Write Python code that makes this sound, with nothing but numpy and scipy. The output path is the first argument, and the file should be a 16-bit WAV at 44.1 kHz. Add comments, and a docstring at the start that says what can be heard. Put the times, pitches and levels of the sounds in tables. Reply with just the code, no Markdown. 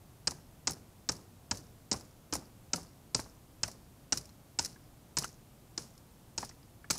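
"""Rock breaking ice in a dish

A hand-held rock strikes the ice in a shallow dish fifteen times, outdoors. Each impact excites the
modes of the dish and fractures the ice in a few bright snaps. Splinters and spray patter down, and
the water beneath slaps and plops as pockets of air resonate. Behind lie a faint rumble and an even hiss."""
import sys
import numpy as np
from scipy import signal
from scipy.fft import rfft, irfft
from scipy.io import wavfile

SR = 44100
rng = np.random.default_rng(int(sys.argv[2]) if len(sys.argv) > 2 else 0)


def pcm_store(signal):
    """Save signal as 16-bit PCM."""
    levels = np.round(np.clip(np.atleast_2d(signal), -1, 1) * 32767)
    wavfile.write(sys.argv[1], SR, levels.astype(np.int16).T)


N = 307818
AGE = np.arange(SR // 2) / SR   # time since the onset of an event [s]

# Levels in the tables are relative: each source applies its own gain.
# blows of the rock: (time [s], snap level [dB], snap ring [Hz], gap between the first two snaps [s],
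# knock level [dB], knock pitch [Hz], clack level [dB], body level [dB], sway pitch [Hz], spray level [dB])
ROCK_BLOWS = [(0.272, -21, 5220, 0.004, -36.5, 1240, -38.5, -48, 68.6, -53.5),
              (0.6717, -22, 5100, 0.0046, -35.5, 950, -40, -43.5, 74, -54),
              (1.0891, -23, 5460, 0.004, -35.5, 1210, -39, -43, 115, -52.5),
              (1.511, -25, 6600, .003, -35, 940, -39.5, -43.5, 102, -51.5),
              (1.9138, -24.5, 5180, 0.0036, -37, 860, -54, -38.5, 82, -49.5),
              (2.3251, -31.5, 6300, 0.0029, -38, 925, -41, -39.5, 74, -52.5),
              (2.7327, -22.5, 6070, .002, -34, 1210, -44, -43, 167, -49.5),
              (3.1463, -22, 4800, .002, -35, 1020, -56, -42, 115, -47.5),
              (3.632, -24, 5400, .0025, -40.5, 1390, -37, -44.5, 107, -52),
              (4.1227, -20.5, 6000, 0.005, -37, 820, -37, -44, 89, -48.5),
              (4.5885, -22, 6900, 0.0047, -35, 930, -39, -50, 83, -45),
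              (5.169, -25, 6700, 0.0043, -36.5, 940, -40.5, -44.5, 139, -45),
              (5.7769, -29.5, 5540, 0.0016, -47, 935, -50, -45.5, 87, -52),
              (6.378, -28, 6650, 0.0042, -39.5, 940, -46, -48.5, 95, -48.5),
              (6.9012, -26, 5570, 0.0044, -35, 1090, -34, -45, 159.6, -43.5)]
# the rock grinding on into broken ice: (time [s], level [dB], treble relative to that level [dB])
ICE_CRUNCHES = [(0.3086, -38, -6.5), (0.695, -36.5, -25), (0.7075, -38, -1.5), (1.1186, -38.5, -5),
                (1.5717, -44, -6), (1.927, -28, -33), (2.3358, -30.5, -4.5), (2.352, -33, -2.5),
                (2.759, -36.5, -3.5), (3.161, -40, -20), (3.198, -39, -5), (3.679, -43.5, -2.5),
                (4.1733, -31, -7), (4.6478, -31.5, -9), (5.185, -26.5, -5), (5.2233, -40.5, -3),
                (5.2425, -36, -6.5), (6.448, -45, -3), (6.492, -46, -29), (6.9077, -23.5, -7),
                (6.929, -41, -3)]
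# loose chips falling back on the ice: (time [s], level [dB])
FALLING_CHIPS = [(0.7185, -42), (0.733, -45), (1.1657, -52), (2.009, -50.5), (2.831, -54), (3.7143, -48.5),
                 (4.211, -51), (4.255, -51.5), (4.643, -44), (4.658, -36), (5.2782, -49.5), (5.978, -54.5),
                 (6.954, -44), (6.978, -40)]
# water slapping back into the hole: (time [s], level [dB])
WATER_SLAPS = [(0.317, -44.5), (0.699, -41.5), (1.127, -52), (1.939, -36), (2.353, -37), (2.779, -44),
               (3.192, -34.5), (3.681, -42.5), (5.22, -43.5), (6.428, -35.5), (6.954, -45)]
# single bubbles and drips: (time [s], level [dB], starting pitch [Hz])
SINGLE_BUBBLES = [(2.335, -38, 1240), (4.291, -55.5, 4000), (4.76, -55, 1580), (5.236, -40.5, 2830),
                  (5.2437, -33.5, 1283), (6.428, -42, 1100), (6.511, -57, 1890), (6.629, -62, 4700),
                  (6.8428, -47.5, 1630)]
# normal modes of the ice: (frequency [Hz], bandwidth [Hz], added gain [ratio])
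ICE_RESONANCES = [(5055, 130, 0.44), (5460, 98, 0.29), (6990, 140, 0.63), (8350, 16, 0.12)]

# spectral envelopes: (frequency [Hz], spectral level [dB])
AIR_SPECTRUM = [(12, -41), (20, -6), (87, -3), (122, -0.5), (180, -7), (306, -10.5), (372, -14.5),
                (439, -16.5), (705, -17.5), (1300, -24.5), (1410, -25.5), (1720, -28.5), (4810, -31),
                (13500, -31), (15500, -35.5)]   # outdoor rumble and hiss
ICE_SPECTRUM = [(1200, -18.5), (2400, -16), (3050, -17.5), (3300, -22), (4000, -9), (5200, -3), (6100, -5),
                (7200, -8), (8300, -6.5), (8900, -33), (16000, -86)]   # snapping ice
SPLINTER_SPECTRUM = [(3000, -30), (7000, -21), (9000, 4.5), (10800, 4), (12000, -7), (14000, -0.5),
                     (16000, -19)]   # treble of fine splinters
KNOCK_SPECTRUM = [(300, -9), (480, 1), (600, 2.5), (740, -1), (900, 5.5), (1150, -2), (1350, 1),
                  (1550, -15.5), (2100, -14.5), (3000, -11.5), (5000, -46)]   # midrange of the struck ice and dish
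BODY_SPECTRUM = [(100, -8), (200, 0), (290, -0.5), (400, -2.5), (550, -10.5), (1200, -49)]   # body of the dish
CLACK_SPECTRUM = [(900, -21), (1400, 7), (1700, 6), (2000, -3.5), (2350, 0.5), (2700, -2.5), (3000, 0.5),
                  (3300, -4), (4500, -24.5)]   # hard contact of the rock
THUD_SPECTRUM = [(25, -34.5), (55, -3), (95, -5.5), (165, -2.5), (240, -7.5), (400, -10), (800, -18.5),
                 (1500, -24), (4000, -49)]   # bass of the impact
SPRAY_SPECTRUM = [(300, -16.5), (800, -6.5), (1300, -11.5), (1700, -11.5), (2700, -11.5), (3400, -15),
                  (4200, -6), (5400, 0), (6800, -3), (8300, -7.5), (10500, -8.5), (12000, -17),
                  (16000, -23)]   # falling splinters and drops
SLAP_SPECTRUM = [(100, -7), (250, 8), (500, -4.5), (900, -2), (1400, -6.5), (2000, -7.5), (3500, -18.5),
                 (8000, -26)]   # slapping water


def from_db(db):
    """Amplitude ratio of a level: a factor of ten for every 20 dB."""
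    return 10 ** (np.asarray(db) / 20)


def rms_one(x):
    """Normalisation to unit mean power."""
    return x / np.sqrt(np.mean(x ** 2) + 1e-20)


def add(track, s, sound):
    """Superposition: a sound adds to the track from time s on."""
    start = int(round(s * SR))
    track[start:start + len(sound)] += sound[:max(N - start, 0)]


def colour(x, spectrum, size=4096):
    """Minimum-phase filtering to a spectral envelope; white noise keeps its power."""
    hz, db = np.transpose(spectrum)
    bins_hz = np.maximum(np.arange(size // 2 + 1) * SR / size, 1)
    magnitude = from_db(np.interp(np.log(bins_hz), np.log(hz), db))
    cepstrum = irfft(np.log(magnitude))
    cepstrum[1:size // 2] *= 2   # folding onto positive time makes the response causal
    cepstrum[size // 2 + 1:] = 0
    response = irfft(np.exp(rfft(cepstrum)))
    return signal.fftconvolve(x, response / np.linalg.norm(response))[:len(x)]


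def resonate(x, hz, width_hz):
    """Forced response of a damped oscillator, with unit gain at resonance."""
    r = np.exp(-np.pi * width_hz / SR)
    numerator = np.array([1, 0, -1]) * (1 - r * r) / 2
    return signal.lfilter(numerator, [1, -2 * r * np.cos(2 * np.pi * hz / SR), r * r], x)


def ringing(x, hz, width_hz, gain):
    """Resonant emphasis: the response of one mode adds to the direct sound."""
    return x + gain * resonate(x, hz, width_hz)


def swell(rise_s, t60):
    """Smooth onset under an exponential decay of 60 dB in t60 seconds."""
    return (1 - np.exp(-(AGE / rise_s) ** 2)) * from_db(-60 * AGE / t60)


def grains(per_s, spread_db):
    """Shot noise: independent impulses of uneven size, at unit power."""
    sizes = from_db(spread_db * np.minimum(rng.exponential(1, len(AGE)), 4))
    signs = rng.choice([-1, 1], len(AGE))
    occurs = rng.random(len(AGE)) < per_s / SR
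    return rms_one(sizes * signs * occurs)


def at_level(sound, envelope, db):
    """Energy scaling: a sound takes the energy of its envelope, shifted by db."""
    return sound * from_db(db) * np.linalg.norm(envelope) / (np.linalg.norm(sound) + 1e-12)


def burst(envelope, spectrum):
    """Source and filter: a dense run of tiny contacts is heard through a body."""
    return colour(envelope * grains(per_s=20000, spread_db=1.5), spectrum)


def air(level_db=-57):
    """Stationary noise: distant outdoor rumble under an even microphone hiss."""
    noise = colour(rng.standard_normal(N + SR), AIR_SPECTRUM)[SR:]
    return from_db(level_db) * rms_one(noise)


def fractures(run_on_count=3, run_on_gap_s=0.004, run_on_db=-12, loss_db=5.5,
              crunch_hz=5900, crumble_s=0.007, crumble_db=-9):
    """Brittle failure proceeds in steps: blows and crunches run on in weaker snaps; chips strike once."""
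    # rows: (time [s], level [dB], ring [Hz], relative treble [dB], t60 [s])
    chip_hz, chip_treble_db, chip_t60 = 5550, -5, 0.025
    snap_treble_db, snap_t60, crunch_t60 = -49, 0.018, 0.03
    rows = [(s, db, chip_hz, chip_treble_db, chip_t60) for s, db in FALLING_CHIPS]
    for s, db, hz, gap_s, *_ in ROCK_BLOWS:
        rows += [(at, db, hz, snap_treble_db, snap_t60) for at in (s, s + gap_s)]
        run_on_times = s + gap_s + np.cumsum(run_on_gap_s * (0.5 + rng.random(run_on_count)))
        for k, at in enumerate(run_on_times):
            rows.append((at, db + run_on_db - loss_db * k, crunch_hz, snap_treble_db, snap_t60))
    for s, db, treble_db in ICE_CRUNCHES:
        hz = crunch_hz * np.exp(0.05 * rng.standard_normal())
        crumble_at = s + crumble_s * (0.5 + rng.random())
        rows += [(s, db, hz, treble_db, crunch_t60),
                 (crumble_at, db + crumble_db, hz, treble_db, crunch_t60)]
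    return rows


def ice_cracks(ice_db=2.5, splinter_db=1.0):
    """Acoustic emission: fractures excite the modes of the ice and a ring set by the breaking piece."""
    out = np.zeros(N)
    for s, db, hz, treble_db, t60 in fractures():
        envelope = swell(rise_s=0.00021, t60=t60)
        snap = ringing(burst(envelope, ICE_SPECTRUM), hz, width_hz=400, gain=1.0)
        for mode in ICE_RESONANCES:
            snap = ringing(snap, *mode)
        splinters = burst(envelope, SPLINTER_SPECTRUM)
        add(out, s, at_level(snap, envelope, db + ice_db))
        add(out, s, at_level(splinters, envelope, db + treble_db + splinter_db))
    return out


def dish_knocks(knock_gain_db=5.0, clack_gain_db=8.5, body_gain_db=8.0,
                thud_gain_db=-4.5, sway_gain_db=-1.0):
    """Impact excitation: the rock loads the ice sheet and dish, whose lowest vibrations last longest."""
    out = np.zeros(N)
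    clack_shape = swell(rise_s=0.0031, t60=0.039)
    knock_shape = swell(rise_s=0.0023, t60=0.048)
    body_shape = swell(rise_s=0.00088, t60=0.042)
    thud_shape = swell(rise_s=0.0025, t60=0.49)
    sway_shape = swell(rise_s=0.013, t60=0.2)
    for s, _, _, _, knock_db, knock_hz, clack_db, body_db, sway_hz, _ in ROCK_BLOWS:
        impact_db = (knock_db + body_db) / 2
        # which modes ring most depends on where the rock lands
        body_hz = 283 * np.exp(0.068 * rng.standard_normal())
        knock = ringing(burst(knock_shape, KNOCK_SPECTRUM), knock_hz, width_hz=130, gain=1.0)
        body = ringing(burst(body_shape, BODY_SPECTRUM), body_hz, width_hz=70, gain=2.7)
        clack = burst(clack_shape, CLACK_SPECTRUM)
        thud = burst(thud_shape, THUD_SPECTRUM)
        sway = sway_shape * np.sin(2 * np.pi * sway_hz * AGE)   # the sheet oscillates on the water
        add(out, s, at_level(knock, knock_shape, knock_db + knock_gain_db))
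        add(out, s, at_level(body, body_shape, body_db + body_gain_db))
        add(out, s, at_level(clack, clack_shape, clack_db + clack_gain_db))
        add(out, s, at_level(thud, thud_shape, impact_db + thud_gain_db))
        add(out, s, at_level(sway, sway_shape, impact_db + sway_gain_db))
    return out


def spray(patter_db=7.0, drops_db=-13.5, drop_hz=5400, pitch_spread=0.27, pitch_count=6):
    """Random impacts: splinters and water patter after each blow; later drops set the ice ringing."""
    out = np.zeros(N)
    for s, *_, db in ROCK_BLOWS:
        patter = swell(rise_s=0.016, t60=0.32) * grains(per_s=3000, spread_db=2.5)
        pitches = drop_hz * np.exp(pitch_spread * rng.standard_normal(pitch_count))
        taps = sum(resonate(grains(per_s=45, spread_db=7.5), hz, width_hz=520) for hz in pitches)
        drops = swell(rise_s=0.041, t60=0.52) * rms_one(taps)
        add(out, s, from_db(db) * (from_db(patter_db) * patter + from_db(drops_db) * drops))
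    return colour(out, SPRAY_SPECTRUM)


def air_pockets(slosh_delay_s=0.068, slosh_db=-17.5):
    """Air entrainment: water closes in slaps, in a weaker slosh after each, and in single bubbles."""
    # rows: (time [s], level [dB], pitch [Hz], tonal share of the energy [0-1], t60 [s])
    slap_hz, slap_tonal, slap_t60 = 824, 0.04, 0.044
    bubble_tonal, bubble_t60 = 0.61, 0.038
    slaps = [(s, db, slap_hz, slap_tonal, slap_t60) for s, db in WATER_SLAPS]
    sloshes = [(s + slosh_delay_s, db + slosh_db, *rest) for s, db, *rest in slaps]
    bubbles = [(s, db, hz, bubble_tonal, bubble_t60) for s, db, hz in SINGLE_BUBBLES]
    return slaps + sloshes + bubbles


def water_plops(glide_per_s=10.0, slap_db=2.5, bubble_db=4.0):
    """Cavity resonance: a broad slap, and a briefer bubble whose pitch rises as it nears the surface."""
    out = np.zeros(N)
    for s, db, hz, tonal_share, t60 in air_pockets():
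        slap_shape = swell(rise_s=0.00059, t60=t60)
        bubble_shape = swell(rise_s=0.001, t60=0.77 * t60)
        slap = ringing(burst(slap_shape, SLAP_SPECTRUM), hz, width_hz=0.8 * hz, gain=4.6)
        bubble = bubble_shape * np.sin(2 * np.pi * hz * AGE * (1 + glide_per_s * AGE / 2))
        add(out, s, np.sqrt(1 - tonal_share) * at_level(slap, slap_shape, db + slap_db))
        add(out, s, np.sqrt(tonal_share) * at_level(bubble, bubble_shape, db + bubble_db))
    return out


def scene():
    """Free-field superposition: ice, dish and water sound close by in the open air."""
    return (air() + ice_cracks() + dish_knocks() + spray() + water_plops())[None]


def record(dry, low_cut_hz=24, high_cut_hz=15600):
    """Band limiting: the microphone sheds the deepest rumble, and the top is cut steeply."""
    high_pass = signal.butter(2, low_cut_hz, "high", fs=SR, output="sos")
    low_pass = signal.ellip(10, 0.3, 70, high_cut_hz, fs=SR, output="sos")
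    return signal.sosfilt(low_pass, signal.sosfilt(high_pass, dry))


dry = scene()
out = record(dry)
pcm_store(out)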